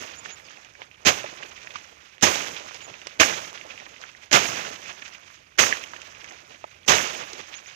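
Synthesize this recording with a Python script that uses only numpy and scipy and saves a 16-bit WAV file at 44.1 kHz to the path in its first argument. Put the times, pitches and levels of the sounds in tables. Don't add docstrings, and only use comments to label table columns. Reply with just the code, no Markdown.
import sys
import numpy as np
from scipy import signal
from scipy.fft import rfft, irfft
from scipy.io import wavfile

SR = 44100
rng = np.random.default_rng(int(sys.argv[2]) if len(sys.argv) > 2 else 0)


def level_to_linear(level):
    exponent = np.asarray(level, float) / 20
    return 10 ** exponent


def transcribe(u):
    v = np.clip(np.atleast_2d(u).T, -1, 1)
    q = np.round(v * 32767).astype(np.int16)
    wavfile.write(sys.argv[1], SR, q)


N = 341775
TOP_HZ = 14600

# first touch in seconds, cut in seconds, rise in seconds, peak in dB, t60 in seconds.
CUTS = [
    (1.05, 1.057, 0.014, -11, 0.1),
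    (2.216, 2.224, 0.0034, -11.5, 0.17),
    (3.192, 3.198, 0.0093, -8, 0.079),
    (4.312, 4.326, 0.0057, -10.5, 0.11),
    (5.577, 5.585, 0.0056, -11.5, 0.26),
    (6.862, 6.878, .006, -12.5, 0.41),
]
# first touch in dB, hold in seconds, extra thud in dB, extra hiss in dB.
BITES = [
    (-22, 0.018, -1, 0),
    (-28, 0.01, 5, 4),
    (-26.5, 0.0099, 1.5, -0.5),
    (-21, 0.033, -1, 1),
    (-30.5, 0.011, -7, 2.5),
    (-36.5, 0.022, 0.5, 1),
]
# whip in dB, whip t60 in seconds, settle in dB,
# settle t60 in seconds.
AFTER = [
    (-36, 0.42, -41, 3.8),
    (-17.5, 0.38, -37, 3.95),
    (-18, 0.78, -35.5, 4.8),
    (-18, 0.6, -38, 4.04),
    (-21, 0.99, -31, 2.77),
    (-16.5, 0.48, -39, 5),
    (-19.5, 0.79, -30.5, 2.56),
]
# middle in seconds, length in seconds, level in dB, extra thud in dB.
STIRS = [(0.273, 0.086, -42, 7.5), (0.527, 0.26, -50, 2), (0.822, 0.085, -49, 7), (1.025, 0.087, -52.5, 6),
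         (1.192, 0.052, -38, 9), (1.417, 0.16, -52.5, 16), (1.757, 0.26, -45, 3), (2.036, 0.13, -52.5, -1),
         (2.894, 0.067, -53, 18), (3.685, 0.84, -48, 6), (4.058, .14, -47.5, 2.5),
         (4.236, 0.068, -44.5, -6), (4.624, 0.24, -36, 4.5), (4.885, 0.13, -41, -0.5), (5.052, .1, -42, -7),
         (5.145, 0.057, -45, -10), (5.314, 0.16, -47.5, -20), (6.01, 0.24, -56, -7), (6.31, 0.13, -46, 7.5),
         (6.513, 0.09, -47.5, 4), (6.76, 0.035, -59, -10), (7.199, 0.1, -35.5, 6.5),
         (7.355, 0.036, -39.5, 4), (7.4, .05, -38, 8), (7.533, 0.2, -45, -16), (7.7, 0.11, -44.5, -11)]
# thud in dB, swish in dB, hiss in dB, air in dB.
CUT_TONE_DB = (-8, -1, -6, -15.5)
WHIP_TONE_DB = (-2, 3, -2, -9)
SETTLE_TONE_DB = (-7.5, 0.5, -9.5, -18)
STIR_TONE_DB = (-9.5, 0.5, -9.5, -19)
BAND_EDGES_HZ = [50, 900, 4300, 7800, 19000]
# frequency in Hz, density in dB per Hz.
LEAVES_SPECTRUM = [(24, -40), (40, -38), (77, -15.5), (136, -10), (179, -11.5), (319, -6.5), (626, -1.5),
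                   (911, -1.5), (2610, 3.5), (4300, -3.5), (6410, 8.5), (8230, -9), (11100, -16.5),
                   (14600, -11), (15800, -29)]
# start in seconds, peak in dB, ring in Hz, crack in dB re peak.
STEMS = [
    (1.055, -18, 2380, -3),
    (1.063, -8, 3440, -18),
    (1.07, -2, 2320, -14),
    (2.229, -25, 2520, 0),
    (3.199, -5.5, 2430, -6),
    (4.315, -12, 2870, -1),
    (4.329, -2.5, 2690, 3),
    (5.591, -3, 1800, -19),
    (6.886, -1.5, 2870, -18),
]
# start in seconds, peak in dB, ring in Hz, crack in dB re peak.
TWIGS = [(.258, -19.5, 1600, -32), (0.647, -28.5, 2660, -1), (0.818, -22, 2200, -34),
         (1.426, -22.5, 1500, -30), (1.672, -20, 1920, -31), (1.706, -23, 2520, -27),
         (2.181, -28.5, 2170, -21), (2.356, -20, 564, 8), (2.565, -18.5, 2920, -20),
         (2.744, -24.5, 2640, 4.5), (3.016, -23, 2500, -12), (3.07, -19, 2330, 4), (3.575, -22, 2120, -18),
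         (3.612, -22, 2270, -19), (3.705, -23, 2190, -23), (3.777, -22.5, 2370, -23),
         (4.015, -31.5, 1380, 5.5), (4.038, -21.5, 1710, -30), (4.456, -12, 2550, -25),
         (5.022, -20.5, 2100, -31), (5.079, -30, 1620, 2), (5.838, -16, 2570, -4), (5.963, -23, 2140, -27),
         (6.017, -22.5, 2640, 0), (6.243, -23.5, 2070, -3), (6.849, -37, 2160, -4), (7.332, -33, 442, 16),
         (2.211, -27.5, 2310, 4), (3.233, -2, 2000, -10.5), (7.54, -19.5, 2680, -25)]
# start in seconds, peak in dB, ring in Hz, t60 in seconds, band edge ratio to ring.
STALKS = [
    (1.242, -19, 553.7, 0.1, 1.96),
    (1.756, -19, 1100, 0.028, 1.21),
    (3.069, -25.5, 710, 0.022, 1.66),
    (5.725, -5, 1900, 0.031, 1.12),
    (5.934, -21.5, 1204, 0.036, 1.46),
    (.817, -28, 860, 0.031, 1.48),
    (5.637, -0.5, 1490, 0.039, 1.7),
    (6.641, -20, 880, 0.028, 1.56),
]
# start in seconds, peak in dB, ring in Hz.
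SHOOTS = [(.399, -31, 2080), (.485, -30, 2690), (.572, -31, 2230), (.752, -30, 2000), (.913, -31.5, 2385),
          (.943, -36, 3180), (1.262, -22, 2200), (1.432, -23, 2850), (1.577, -28, 2160), (2.806, -26, 2680),
          (2.94, -24, 2300), (3.114, -35, 2190), (3.8, -25, 2050), (3.864, -28, 2100), (3.962, -34, 2310),
          (4.149, -30.5, 1820), (4.774, -38, 2190), (4.881, -37, 2470), (5.125, -35, 2340),
          (5.148, -27, 2400), (6.085, -49, 2550), (6.122, -34, 1370), (6.287, -29, 2290),
          (6.308, -28, 2140), (6.546, -31, 2030), (6.744, -38, 2450), (6.832, -37, 3360),
          (7.522, -41, 2870), (7.66, -30, 2240)]
# start in seconds, length in seconds, slide from in Hz, slide to in Hz, level in dB
NOTES = [
    (.163, .043, 7000, 7000, -58),
    (.279, .074, 6350, 6980, -59),
    (.42, .062, 5900, 4200, -71),
    (2.807, .064, 7250, 6650, -59),
    (7.534, .052, 5750, 7100, -56),
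    (7.652, .038, 5500, 7050, -61),
]
# frequency in Hz, density in dB per Hz.
GARDEN_SPECTRUM = [(18, -35), (30, 0.5), (90, 13.5), (214, 1), (595, -5), (1270, -22), (2390, 11),
                   (4370, -24), (6640, -31), (8410, -15), (10600, -21), (14600, -20), (15800, -5)]


def effort():
    t = np.arange(N) / SR
    cut, stir = np.zeros((2, 4, N))
    whip, settle = np.full((2, N), 1e-12)
    for (touch_s, s, rise_s, db, t60_s), (touch_db, hold_s, thud_db, hiss_db) in zip(CUTS, BITES):
        to_cut = np.clip((s - t) / (s - touch_s), 0, 1)
        cut += level_to_linear(2 * (touch_db - 5.3 * to_cut)) * (t >= touch_s) * (t < s)
        after_rise_s = t - s - rise_s
        rise_db = np.minimum(6.9 * after_rise_s / rise_s * (t >= s), 0)
        fall_db = 60 / t60_s * np.maximum(after_rise_s - hold_s, 0)
        extra_db = np.c_[[thud_db, 0, hiss_db, hiss_db]]
        cut += level_to_linear(2 * (db + rise_db - fall_db + extra_db)) * (t >= s)
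    starts_s = [0] + [s for _, s, *_ in CUTS]
    ends_s = starts_s[1:] + [N / SR]
    for s, end_s, (whip_db, whip_t60_s, settle_db, settle_t60_s) in zip(starts_s, ends_s, AFTER):
        now = (t >= s) * (t < end_s)
        since_s = (t - s) * now
        onset = np.clip((t - s) / 0.015, 0, 1) ** 2
        whip += now * onset * level_to_linear(2 * (whip_db - 60 / whip_t60_s * since_s))
        settle += now * level_to_linear(2 * (settle_db - 60 / settle_t60_s * since_s))
    for s, length_s, db, thud_db in STIRS:
        swell = np.exp(-0.5 * (4 * (t - s) / length_s) ** 2)
        stir += level_to_linear(2 * (db + np.c_[[thud_db, 0, 0, 0]])) * swell
    tones = level_to_linear(2 * np.array([CUT_TONE_DB, WHIP_TONE_DB, SETTLE_TONE_DB, STIR_TONE_DB]))
    power = sum(tone[:, None] * motion for tone, motion in zip(tones, (cut, whip, settle, stir)))
    wander_db = 1.06 * rms_one(butter(rng.standard_normal((4, N)), "band", [2, 9]))
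    return 10 * np.log10(power) + wander_db


def brush(levels_db):
    contacts = crackle(per_s=110, spread_db=3.0, t60_s=0.016)
    sway = level_to_linear(0.36 * rms_one(butter(rng.standard_normal(N), "band", [7, 30])))
    grain = sway * (2.9 + 0.2 * contacts)
    patch_db = np.interp(levels_db[1], [-42, -28], [2.4, 0.7])
    out = 0
    for low_hz, high_hz, db in zip(BAND_EDGES_HZ, BAND_EDGES_HZ[1:], levels_db):
        leaves = coloured(grain * rng.standard_normal((2, N)), LEAVES_SPECTRUM)
        band = butter(leaves, "band", [low_hz, high_hz], order=3)
        out = out + rms_one(patchy(band, low_hz, high_hz, patch_db)) * level_to_linear(db)
    return level_to_linear(0.19) * out


def crackle(per_s, spread_db, t60_s):
    sizes = level_to_linear(spread_db * np.minimum(rng.exponential(1, N), 5))
    contacts = sizes * (rng.random(N) < per_s / SR)
    return rms_one(decay(contacts, t60_s))


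def patchy(x, low_hz, high_hz, depth_db):
    lower = butter(x, "low", np.sqrt(max(low_hz, 200) * high_hz))
    flicker = level_to_linear(depth_db * rms_one(butter(rng.standard_normal((2, N)), "band", [4, 28])))
    return lower * flicker[0] + (x - lower) * flicker[1]


def ticks(swish_db):
    sizes = level_to_linear(3.0 * np.minimum(rng.exponential(1, N), 3.5)) * rng.choice([-1, 1], N)
    clicks = sizes * (rng.random(N) < 180 / SR)
    pitch = rng.integers(0, 14, N)
    out = 0
    for k, hz in enumerate(np.geomspace(1100, 6500, 14)):
        r = level_to_linear(-60 * hz / 7 / SR)
        w = 2 * np.pi * hz / SR
        ring = [1, -2 * r * np.cos(w), r * r]
        out = out + signal.lfilter([0, np.sin(w)], ring, clicks * (pitch == k) + 1e-18)
    return level_to_linear(swish_db - 6.5) * rms_one(coloured(out[None], LEAVES_SPECTRUM)[0])


def snaps():
    out = np.zeros(N)
    for s, db, hz, crack_db in STEMS:
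        out += snap(s, db, hz, 0.019, crack_db, knock_db=-10, width=1.16)
    for s, db, hz, crack_db in TWIGS:
        out += snap(s, db, hz, 0.031, crack_db, knock_db=-21, width=1.266)
    for s, db, hz, t60_s, width in STALKS:
        out += snap(s, db, hz, t60_s, crack_db=-23, knock_db=-21, width=width)
    for s, db, hz in SHOOTS:
        out += snap(s, db, hz, 0.03, crack_db=-22, knock_db=-17, width=1.18)
    return out


def snap(s, peak_db, ring_hz, t60_s, crack_db, knock_db, width):
    span = np.arange(2600)
    puff = 0.085 * rng.standard_normal(len(span)) * level_to_linear(-60 * span / SR / np.clip(t60_s, 0.004, 0.07))
    puff[0] = 1
    puff = butter(puff, "low", 6500, order=4)
    wood = butter(puff, "band", [ring_hz / width, ring_hz * width])
    crack = butter(puff, "band", [3300, 7400], order=3)
    knock = butter(puff, "band", [220, 1100])
    parts = zip((wood, crack, knock), (0, crack_db, knock_db))
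    sound = sum(level_to_linear(peak_db + db) * part / np.abs(part).max() for part, db in parts)
    return np.pad(sound, (round((s + 0.0004) * SR), N))[:N]


def bird():
    scoop_hz, scoop_s = 2600, 0.005
    t = np.arange(N) / SR
    flutter = level_to_linear(2.6 * rms_one(butter(rng.standard_normal(N), "low", 200)))
    out = np.zeros(N)
    for s, length_s, from_hz, to_hz, db in NOTES:
        share = np.clip((t - s) / length_s, 0, 1)
        slide_hz = from_hz + (to_hz - from_hz) * share
        hz = slide_hz - scoop_hz * np.exp(-share * length_s / scoop_s)
        swell = np.interp(share, [0, 0.75, 1], [0, 1, 0]) ** 0.9
        out += np.sin(2 * np.pi * np.cumsum(hz) / SR) * swell * level_to_linear(db + 21.5)
    return out * flutter


def garden():
    patches = level_to_linear(1.63 * rms_one(butter(rng.standard_normal(N), "low", 11)))
    return level_to_linear(-58.0) * patches * rms_one(coloured(rng.standard_normal((2, N)), GARDEN_SPECTRUM))


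def covered_port(same, other):
    heard = butter(same, "low", 2000, order=1) + 0.9 * butter(other, "high", 1100, order=1)
    late = np.roll(heard, 4)
    muffled = butter(butter(late, "low", 430, order=1), "low", 4600, order=5)
    return level_to_linear(-3.0) * muffled + level_to_linear(-3) * butter(other, "low", 41)


def rms_one(x):
    return x / np.sqrt(np.mean(x ** 2) + 1e-20)


def butter(x, kind, hz, order=2):
    return signal.sosfilt(signal.butter(order, hz, kind, fs=SR, output="sos"), x)


def coloured(x, spectrum):
    hz, db = np.transpose(spectrum)
    grid_hz = np.minimum(np.linspace(1, SR / 2, 2049), TOP_HZ)
    cepstrum = irfft(np.log(level_to_linear(np.interp(np.log(grid_hz), np.log(hz), db))))
    cepstrum[1:2048] *= 2
    cepstrum[2049:] = 0
    pulse = irfft(np.exp(rfft(cepstrum)))
    return signal.fftconvolve(x, pulse[None], axes=1)[:, :N]


def decay(x, t60_s):
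    return signal.lfilter([1], [1, -level_to_linear(-60 / (t60_s * SR))], x + 1e-18)


def scene():
    levels_db = effort()
    leaves = brush(levels_db) + ticks(levels_db[1])
    same, other = leaves + garden() + snaps() + bird()
    return np.array([covered_port(same, other), same])


def top_cut(x):
    return signal.sosfilt(signal.butter(12, 15920, fs=SR, output="sos"), x)


def record(dry):
    no_rumble = butter(dry, "high", 42)
    no_top = signal.sosfilt(signal.cheby2(12, 60, 16100, fs=SR, output="sos"), no_rumble)
    return top_cut(np.clip(no_top, -1.01, 1.01))


dry = scene()
out = record(dry)
transcribe(out)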